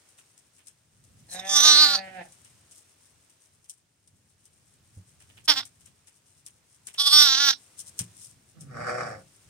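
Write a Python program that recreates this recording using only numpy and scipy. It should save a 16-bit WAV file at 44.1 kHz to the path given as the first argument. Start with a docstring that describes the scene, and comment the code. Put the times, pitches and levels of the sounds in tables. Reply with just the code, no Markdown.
"""A straw-bedded pen in a barn. Close by, a newborn lamb bleats three times and struggles to its feet.
Its ewe answers softly under the first bleat; later a hoarse sheep calls from the far end of the barn.
Each voice is vocal-fold pulses and breath ringing through a throat; the lamb's opening jaw glides its
vowel. Straw snaps and rustles, a mouth smacks softly and hooves thud on the bedding, over a faint hiss
and a low rumble."""
import sys
import numpy as np
from scipy import signal
from scipy.fft import rfft, irfft, next_fast_len
from scipy.io import wavfile
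from scipy.ndimage import uniform_filter1d, minimum_filter1d, map_coordinates

SR = 44100
rng = np.random.default_rng(int(sys.argv[2]) if len(sys.argv) > 2 else 0)


def master(y):
    """Save y as 16-bit WAV."""
    cut = np.clip(np.atleast_2d(y).T, -1, 1)
    pcm = np.round(cut * 32767)  # scale
    wavfile.write(sys.argv[1], SR, pcm.astype(np.int16))


N = 418509
TIME = np.arange(N) / SR


def amp(db):
    """Decibels to gain."""
    return 10 ** (np.asarray(db) / 20)


def unit(x):
    """Scale to rms 1 along the last axis."""
    return x / np.sqrt(np.mean(np.abs(x) ** 2, axis=-1, keepdims=True) + 1e-20)


def between(old, new, part):
    """Morph part (0-1) of the way from old to new."""
    return old + (new - old) * part


def along(points, hz):
    """Read (freq_hz, value) points on a log frequency axis."""
    freqs, values = np.transpose(points)
    return np.interp(np.log(hz + 1), np.log(freqs + 1), values)


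def curves(rows, t):
    """Envelopes: each column after time_s, read at the times t."""
    times, *columns = np.transpose(rows)
    return [np.interp(t, times, column) for column in columns]


def span(rows):
    """The sample times that an envelope table covers."""
    return np.arange(rows[0][0], rows[-1][0], 1 / SR)


def wobble(rate, size):
    """Smooth random modulation, rate knots a second."""
    return map_coordinates(rng.standard_normal(N // 20), [np.arange(size) * rate / SR], mode="wrap")


def filtered(x, response):
    """Filter x by a function of frequency."""
    size = next_fast_len(x.shape[-1] + 8192)
    return irfft(rfft(x, size) * response(np.fft.rfftfreq(size, 1 / SR)), size)[..., :x.shape[-1]]


def coloured(x, eq):
    """x through a (freq_hz, gain_db) curve, at rms 1."""
    return unit(filtered(x, lambda hz: amp(along(eq, hz))))


def resonances(hz, modes, scale=1):
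    """Gain of steep-sided resonances whose centres move with scale."""
    power = 0
    for centre, width, db in modes:
        detuning = ((centre * scale) ** 2 - hz ** 2) / (hz * width + 1)
        power = power + (amp(db) / (1 + detuning ** 2)) ** 2
    return np.sqrt(power)


def add(track, start_s, x):
    """Mix x into the track at start_s."""
    part = track[round(start_s * SR):][:len(x)]
    part += x[:len(part)]


# Tone of the hiss and of the rumble: freq_hz, gain_db
HISS_EQ = [(150, -28.5), (250, -4.5), (698, -6), (2670, -8), (4490, -10), (5250, -9), (8700, -10.5),
           (11700, -22), (15200, -19.5), (16000, -25)]
RUMBLE_EQ = [(20, -26.5), (55, -11), (95, 1.5), (170, -6), (300, -22), (900, -50.5)]
# Fader rides for the stirring bedding and the rumble: time_s, level_db
STIR_RIDE = [(0.0, -63), (.9, -70.5), (1.25, -65), (2.3, -61.5), (3.4, -66.5), (3.9, -75.5), (4.75, -67.5),
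             (5.4, -65.5), (6.25, -68.5), (6.85, -66.5), (7.65, -61), (8.1, -60), (8.4, -65.5),
             (9.49, -62.5)]
RUMBLE_RIDE = [(0, -72.5), (.8, -74.5), (1.2, -62.5), (2.2, -66), (2.6, -68), (3.8, -74.5), (5.5, -62),
               (6.2, -72), (7.5, -68), (9.49, -64.5)]
# How alike left and right are in the barn: freq_hz, correlation
STEREO_LIKENESS = [(100, 0.86), (300, .8), (800, 0.017), (2000, 0.21)]


def barn_air(floor_db=-77, brush_db=-2, drift_db=2.5):
    """A wide, faint hiss that grows as the bedding stirs, over a nearly centred rumble."""
    def mid_side_gains(hz):
        angle = np.arccos(np.clip(along(STEREO_LIKENESS, hz), -1, 1)) / 2
        return np.array([np.cos(angle), np.sin(angle)])

    mid, side = filtered(rng.standard_normal((2, N)), mid_side_gains)
    noise = np.array([mid + side, mid - side])
    hiss_gain = np.hypot(amp(floor_db), amp(curves(STIR_RIDE, TIME)[0] + brush_db))
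    rumble_gain = amp(curves(RUMBLE_RIDE, TIME)[0] + drift_db * wobble(7, N))
    return hiss_gain * coloured(noise, HISS_EQ) + rumble_gain * coloured(noise, RUMBLE_EQ)


# Reverb time of the pen's walls: freq_hz, t60_s
WALL_DECAY = [(150, 0.33), (1500, 0.074), (5000, .14), (14000, 0.018)]
# Phase shift as sound bends round the microphone housing: freq_hz, left_lead_rad
LEFT_LEAD = [(200, 1), (1000, -0.44), (1550, -1.38), (2900, 1.4), (4200, 2), (5600, 1.69), (9000, 1.6)]


def in_pen(x, wet_db):
    """A voice reaches left and right out of step; the walls answer, alike on both sides in the bass."""
    hz, t, noise = signal.stft(rng.standard_normal((2, SR // 2)), SR, nperseg=256)
    likeness = along(STEREO_LIKENESS, hz)[:, None]
    noise[1] = noise[0] * likeness + noise[1] * np.sqrt(np.abs(1 - likeness ** 2))
    decay = amp(-60 * t / along(WALL_DECAY, hz)[:, None])
    tail = signal.istft(noise * decay, SR, nperseg=256)[1]
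    reverb = signal.fftconvolve(x[None], tail / np.linalg.norm(tail[0]), axes=1)[:, :N]
    direct = filtered(x, lambda f: np.exp(.5j * along(LEFT_LEAD, f) * np.array([[1], [-1]])))
    return (direct + amp(wet_db) * reverb) / np.hypot(1, amp(wet_db))


# Hoof hits: start_s, level_db, pitch_hz, t60_s
HOOF_HITS = [(4.123, -58, 94.4, 0.32), (4.964, -35.5, 96.7, 0.154), (7.999, -26, 109, 0.096),
             (8.022, -42, 107.8, 0.24)]


def hooves(gain_db=4, attack_s=.011, thump_db=-12, upper_hz=180, upper_db=-9):
    """Blows on the padded floor swell softly and boom in its two lowest modes, with a noisy thump."""
    out, t = np.zeros(N), TIME[:SR // 2]
    thump_eq = [(40, -50), (90, -.5), (220, -6.5), (700, -32), (3000, -51)]  # freq_hz, gain_db
    attack = 1 - np.exp(-(t / attack_s) ** 2)
    for start, db, hz, t60 in HOOF_HITS:
        boom = np.sin(2 * np.pi * hz * t) + amp(upper_db) * np.sin(2 * np.pi * upper_hz * t)
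        thump = amp(thump_db) * coloured(rng.standard_normal(len(t)), thump_eq)
        add(out, start, amp(db + gain_db - 60 * t / t60) * attack * (boom + thump))
    return out


# Legs sweeping through the straw: centre_s, half_length_s, level_db
LEG_SWISHES = [(1.334, .025, -38), (2.777, .03, -54), (5.455, .009, -46.5), (7.804, .02, -39.5),
               (7.883, 0.016, -45.5), (8.235, 0.06, -49)]
# Straw snaps and a few soft mouth smacks (5.2-5.4 s): start_s, snap_level_db, body_level_db
SNAPS_AND_SMACKS = [(0.179, -45, -60), (0.3765, -42.5, -69.5), (0.5823, -48.5, -57), (0.6709, -34, -61.5),
                    (1.0404, -45, -74.5), (2.4469, -40, -60.5), (2.7106, -42, -68.5), (3.6435, -47.5, -70),
                    (3.6965, -30, -75), (4.0753, -47, -75.5), (4.4542, -43, -72), (5.2029, -44.5, -57.5),
                    (5.2924, -55, -57.5), (5.3687, -54, -52), (5.6524, -34, -60), (5.8583, -42, -61),
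                    (6.0723, -41, -59), (6.4631, -32.5, -60), (6.8695, -28, -46.5), (6.9401, -35, -51),
                    (7.9911, -16.5, -41.5), (8.6087, -36, -64)]
# Tone of the bright crunch and of the duller scuff beneath it: freq_hz, gain_db
CRUNCH_EQ = [(1760, -48), (3000, -17.5), (4660, -18), (5180, -9), (7670, -7), (8640, 0), (15000, -30),
             (16000, -22.5)]
SCUFF_EQ = [(300, -9.5), (1100, -7.5), (3000, 1), (4500, -11), (7000, -20)]


def straw_and_smacks(snap_db=-10, crack_db=1, scuff_db=5, rustle_db=-1, swell_db=-29.5, ticks_per_s=1.5):
    """Straw snaps and a few soft mouth smacks, over a light rustle and the sweeps of the lamb's legs."""
    snap_rise_s, scuff_rise_s = .00074, .0077  # the dull body comes in more slowly than the snap
    crack_t60_s, settle_t60_s = .018, .13
    snaps, scuffs, t = np.zeros(N), np.zeros(N), TIME[:SR // 2]
    stir_db, = curves(STIR_RIDE, TIME)
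    rustle = amp(stir_db + rustle_db + 3.2 * wobble(25, N))
    swells = [(start, .012, db + swell_db) for start, db, _ in SNAPS_AND_SMACKS]  # around each hit
    for centre, half, db in LEG_SWISHES + swells:
        rustle += amp(db) * np.exp(-((TIME - centre) / half) ** 2)
    crunch = coloured(crackle(spread_db=3.5, rate=940), CRUNCH_EQ)
    scuff = coloured(crackle(spread_db=4.5, rate=590), SCUFF_EQ)
    ticks = []  # lesser stalks at random times, riding on the stirring
    for place, size in rng.random((round(ticks_per_s * N / SR), 2)):
        db = stir_db[int(place * N)] + between(15, 21, size)
        ticks.append((place * N / SR, db, db - 22))
    burst = amp(-60 * t / settle_t60_s) * (1 - np.exp(-t / snap_rise_s))
    crack = 1 + amp(crack_db - 60 * t / crack_t60_s)
    for start, db, body_db in SNAPS_AND_SMACKS + ticks:
        add(snaps, start - snap_rise_s, amp(db + snap_db) * burst * crack)
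        add(scuffs, start, amp(body_db + scuff_db) * burst * (1 - np.exp(-t / scuff_rise_s)))
    return np.hypot(snaps, rustle) * crunch + scuffs * scuff


def crackle(spread_db, rate):
    """Stereo noise broken into tiny cracks of unequal size."""
    return rng.standard_normal((2, N)) * amp(spread_db * wobble(rate, N))


def vocal_folds(t, pitch, rough, jitter, shimmer_db):
    """One pulse and one puff of breath a cycle; roughness (0-1) unsettles them and favours the breath."""
    rough = np.clip(rough, 0, 1)
    cycles = np.cumsum(pitch * (1 + jitter * np.sqrt(rough) * wobble(170, len(t)))) / SR
    offset = (cycles % 1 - .5) * SR / pitch  # samples from the nearest closure
    pulses = unit(np.sinc(offset * .8) * np.exp(-(offset / 8) ** 2))
    puffs = unit(rng.standard_normal(len(t)) * (1.2 - np.cos(2 * np.pi * cycles)))
    shimmer = amp(shimmer_db * np.sqrt(rough) * wobble(130, len(t)))
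    blend = np.sqrt(1 - rough ** 2) * pulses + rough * puffs
    return unit(shimmer * blend) * signal.windows.tukey(len(t), .03)


# The far sheep's call: time_s, pitch_hz, chest_level_db, mouth_level_db
SHEEP_CALL = [(8.53, 158.3, -61, -87), (8.565, 168.1, -46, -71.5), (8.64, 140.5, -51, -73.5),
              (8.76, 116.8, -38.5, -44), (8.87, 122.3, -46.5, -33.5), (9.0, 124.4, -44.5, -33.5),
              (9.114, 105.6, -47.5, -38.5), (9.23, 107.8, -61.5, -65)]
# Its chest resonances: centre_hz, width_hz, gain_db
CHEST_MODES = [(130, 80, 3.5), (189, 80, 0.5)]
# Its open-mouthed vowel: freq_hz, gain_db
SHEEP_VOWEL_EQ = [(180, -56.5), (300, -12.5), (384, -11.5), (415, -11), (499, 2), (746, 4), (818, -9.5),
                  (985, -10.5), (1380, 5.5), (2100, -7), (2650, -22), (3490, -33), (5300, -14.5),
                  (6470, -28.5), (8160, -22.5), (12000, -38), (15600, -87.5), (22000, -120)]


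def far_sheep(chest_gain_db=-4, mouth_gain_db=1):
    """A hoarse call that starts as a hum in the chest before the mouth opens."""
    t, out = span(SHEEP_CALL), np.zeros(N)
    pitch, chest_db, mouth_db = curves(SHEEP_CALL, t)
    source = vocal_folds(t, pitch, rough=.674, jitter=.0406, shimmer_db=2.5)
    hum = unit(filtered(source, lambda hz: resonances(hz, CHEST_MODES)))
    vowel = coloured(source, SHEEP_VOWEL_EQ)
    add(out, t[0], amp(chest_db + chest_gain_db) * hum + amp(mouth_db + mouth_gain_db) * vowel)
    return out


# The ewe's answer, one arch of pitch: time_s, pitch_hz, level_db
EWE_CALL = [(1.27, 168, -66.5), (1.35, 182.1, -49.5), (1.48, 195.2, -43), (1.68, 200.3, -40.5),
            (1.9, 196.3, -42.5), (2.05, 190.3, -45.5), (2.125, 187.2, -48), (2.185, 183, -45.5),
            (2.25, 162, -54), (2.3, 156, -72)]
# Her throat resonances: centre_hz, width_hz, gain_db
EWE_FORMANTS = [(119.7, 270, -9), (570, 210, -3), (768, 130, 4.5), (1800, 570, -3.5), (2550, 880, -12),
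                (4020, 2400, -31)]


def ewe(gain_db=3, sag_hz=186.5):
    """A smooth, low answer through a nearly closed mouth; it rasps where the pitch sags."""
    t, out = span(EWE_CALL), np.zeros(N)
    pitch, level_db = curves(EWE_CALL, t)
    rough = .032 + .025 * np.maximum(0, sag_hz - pitch)
    source = vocal_folds(t, pitch, rough, jitter=.03, shimmer_db=9.5)
    vowel = unit(filtered(source, lambda hz: resonances(hz, EWE_FORMANTS)))
    add(out, t[0], amp(level_db + gain_db) * vowel)
    return out


def lamb_folds(t, pitch, level_db, weak_db=-26, sag_hz=267.9, breathy_hz=11100, smear_s=.0019):
    """Clear when pushed, breathy on top; the voice breaks up when weak, sagging or sliding fast."""
    slide_hz_per_s = uniform_filter1d(np.abs(np.gradient(pitch, t)), size=441)
    weakness, sag = np.maximum(0, weak_db - level_db), np.maximum(0, sag_hz - pitch)
    rough = .02 + .13 * weakness + .052 * sag + .00028 * slide_hz_per_s
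    pulses = vocal_folds(t, pitch, rough, jitter=.013, shimmer_db=4.5)
    breath = vocal_folds(t, pitch, rough=1, jitter=.01, shimmer_db=2)
    clear = lambda hz: 1 / (1 + (hz / breathy_hz) ** 4)
    source = filtered(pulses, lambda hz: np.sqrt(clear(hz)))
    source += filtered(breath, lambda hz: np.sqrt(1 - clear(hz)))
    # the folds close like a zip, spreading each pulse: smear_s of delay per 4 kHz
    return filtered(source, lambda hz: np.exp(-2j * np.pi * smear_s * hz ** 2 / 8000))


def treble_ripple(age, hz, depth_db=5, spacing_hz=413.6, rate=14, climb_hz_per_s=6000, full_hz=8000):
    """Fine random peaks and notches in dB, deepest in the treble, climb as the mouth moves."""
    place = np.broadcast_arrays(age * rate, (hz - climb_hz_per_s * age) / spacing_hz)
    field = map_coordinates(rng.standard_normal((32, 64)), place, mode="grid-wrap")
    return depth_db * np.minimum(1, hz / full_hz) ** 2 * field


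# The lamb's nose and pharynx, then its mouth's highest resonances: centre_hz, width_hz, gain_db
NOSE_FORMANTS = [(255, 190, -17.5), (860, 520, -12), (2110, 900, -14.5)]
EDGE_FORMANTS = [(7464, 890, -12), (8335, 430, 4.5), (9600, 1000, -10), (11400, 1100, -7),
                 (13300, 1100, -6), (14710, 1500, -9)]
# The cluster that moves with the upper ring: centre_ratio, width_hz, gain_db
UPPER_FORMANTS = [(.85, 800, -4), (1.0, 600, 1), (1.13, 400, -13)]


def lamb_throat(t, hz, call, shape, gain_db=-1.03, settle_s=.16, bright_per_db=.39, full_db=-15.5):
    """Gain of the throat over time and frequency: its resonances glide as the jaw opens."""
    (start, opening_s, mouth_hz, mouth_width, mouth_db, nose_db, onset_hz, lower_hz, edge_db,
     upper_shut_hz, upper_open_hz, upper_shut_db, upper_open_db) = shape
    level_db = curves(call, t)[1]
    jaw = np.clip((t - start) / opening_s, 0, 1)  # 0 nearly shut, 1 wide open
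    lips = jaw ** .45  # the lips part ahead of the jaw
    tongue = np.clip((t - call[0][0]) / settle_s, 0, 1)  # settles at the start of the bleat

    mouth = resonances(hz, [(between(1151, mouth_hz, lips), mouth_width, 0)])
    nose = amp(nose_db) * resonances(hz, NOSE_FORMANTS)
    low = amp(between(-20, mouth_db, lips)) * unit(np.hypot(mouth, nose))

    lower_shut_hz = between(onset_hz, 3478, tongue)
    lower_ring = resonances(hz, [(between(lower_shut_hz, lower_hz, jaw), between(349, 1200, jaw), 0)])
    upper_ring = resonances(hz, UPPER_FORMANTS, between(upper_shut_hz, upper_open_hz, jaw))
    upper_db = between(upper_shut_db, upper_open_db, jaw) + bright_per_db * (level_db - full_db)
    mid = unit(np.hypot(lower_ring, amp(upper_db) * upper_ring))

    top_hz = between(11800, 16000, jaw)
    cross_mode = resonances(hz, [(.95 * top_hz, 1300, -8)])  # rings across the mouth
    edge = resonances(hz, EDGE_FORMANTS, scale=between(1.02, .98, jaw))
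    treble = np.hypot(edge, cross_mode) / (1 + (hz / top_hz) ** 20)
    high = amp(between(-12, edge_db, jaw)) * unit(treble)
    return amp(level_db + gain_db + treble_ripple(t - start, hz)) * np.sqrt(low**2 + mid**2 + high**2)


def moving_throat(x, t, gain_at, size=1024, window=256):
    """Each short slice of x rings through the throat as it is shaped at that moment."""
    hop = window // 2
    starts = np.arange(0, len(x), hop)[:, None]
    slices = np.pad(x, (hop, window))[starts + np.arange(window)] * signal.get_window("hann", window)
    cepstrum = irfft(np.log(gain_at(t[starts], np.fft.rfftfreq(size, 1 / SR)) + 1e-6))
    cepstrum[:, 1:size // 2] *= 2  # minimum phase: the ring follows the pulse
    cepstrum[:, size // 2 + 1:] = 0
    rung = irfft(rfft(slices, size) * np.exp(rfft(cepstrum)))
    return np.bincount((starts + np.arange(size)).ravel(), rung.ravel())[hop:]  # overlap-add


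# The quaver of each bleat: time_s, pitch_hz, level_db
FIRST_BLEAT = [(1.28, 281, -55.5), (1.329, 279, -42.5), (1.4, 281.6, -43.5), (1.441, 285.6, -53.5),
               (1.474, 298.3, -32), (1.57, 294, -13), (1.6, 286.7, -20.5), (1.645, 304.7, -13),
               (1.715, 300.1, -11.5), (1.759, 295.1, -17.5), (1.825, 304, -11), (1.875, 289.7, -20),
               (1.931, 284.7, -21.5), (1.965, 257.5, -22.5), (2.0, 232, -44)]
SHORT_BLEAT = [(5.475, 328.5, -40.5), (5.481, 320.8, -14.5), (5.503, 303.5, -12.5), (5.547, 258.5, -34.5),
               (5.565, 263.5, -25.5), (5.592, 268, -24), (5.64, 242.7, -56.5)]
LAST_BLEAT = [(6.972, 272, -41), (6.998, 288.8, -19), (7.05, 282.9, -27.5), (7.073, 294.9, -13.5),
              (7.097, 272.1, -25.5), (7.13, 299.8, -10), (7.21, 296.6, -11.5), (7.25, 289.1, -15.5),
              (7.287, 268.4, -18.5), (7.36, 263.6, -21.5), (7.404, 285.9, -19), (7.465, 281.3, -19),
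              (7.51, 264.8, -17.5), (7.546, 238, -37.5)]
# One jaw opening per bleat: start_s, opening_s, mouth_open_hz, mouth_width_hz, mouth_open_db, nose_db,
# lower_onset_hz, lower_open_hz, edge_open_db, upper_shut_hz, upper_open_hz, upper_shut_db, upper_open_db
JAW_MOVES = [(1.52, .31, 1350, 420, -12, -2.5, 4283, 4220, -24.5, 6213, 5620, 3, -14.5),
             (5.42, .12, 1470, 750, -9, 7, 3430, 3540, -19, 5150, 5340, -3.5, 2.5),
             (7.11, 0.29, 1490, 440, -11, -3, 3520, 3786, -24.5, 5210, 5660, -3, 2.5)]


def lamb():
    """Two long bleats and a short double one between them: quavering folds through a gliding throat."""
    out = np.zeros(N)
    for call, shape in zip((FIRST_BLEAT, SHORT_BLEAT, LAST_BLEAT), JAW_MOVES):
        t = span(call)
        source = lamb_folds(t, *curves(call, t))
        add(out, t[0], moving_throat(source, t, lambda when, hz: lamb_throat(when, hz, call, shape)))
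    return out


def scene():
    """The lamb close and nearly dry, the adults deeper in the reverb, over bedding and barn air."""
    near = in_pen(lamb(), wet_db=-13)
    farther = in_pen(ewe(), wet_db=2.5) + in_pen(far_sheep(), wet_db=12.5)
    return near + farther + straw_and_smacks() + hooves() + barn_air()


def limiter(x, ceiling=.97, size=265):
    """The gain dips for a few milliseconds around any peak that would pass the ceiling."""
    needed = np.minimum(1, ceiling / (np.abs(x).max(axis=0) + 1e-9))
    return x * uniform_filter1d(minimum_filter1d(needed, 2 * size), size)


# Balance of the two microphone ports: freq_hz, left_minus_right_db
PORT_BALANCE = [(100, -1.5), (300, 4), (700, -0.5), (1250, 3), (1900, -6), (2500, -3), (3400, -6),
                (4500, -5), (5700, -8.5), (7000, 1), (9000, 18), (11500, 10), (15000, 2)]


def record(dry, low_cut_hz=32, high_cut_hz=15900):
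    """Two microphone ports resonate differently and lose the deepest bass; then limiter and high cut."""
    def ports(hz):
        tilt = amp(along(PORT_BALANCE, hz))
        pan = np.array([tilt, np.ones_like(tilt)]) * np.sqrt(2 / (1 + tilt ** 2))
        return pan * hz / np.hypot(hz, low_cut_hz)

    return filtered(limiter(filtered(dry, ports)), lambda hz: hz < high_cut_hz)


dry = scene()
out = record(dry)
master(out)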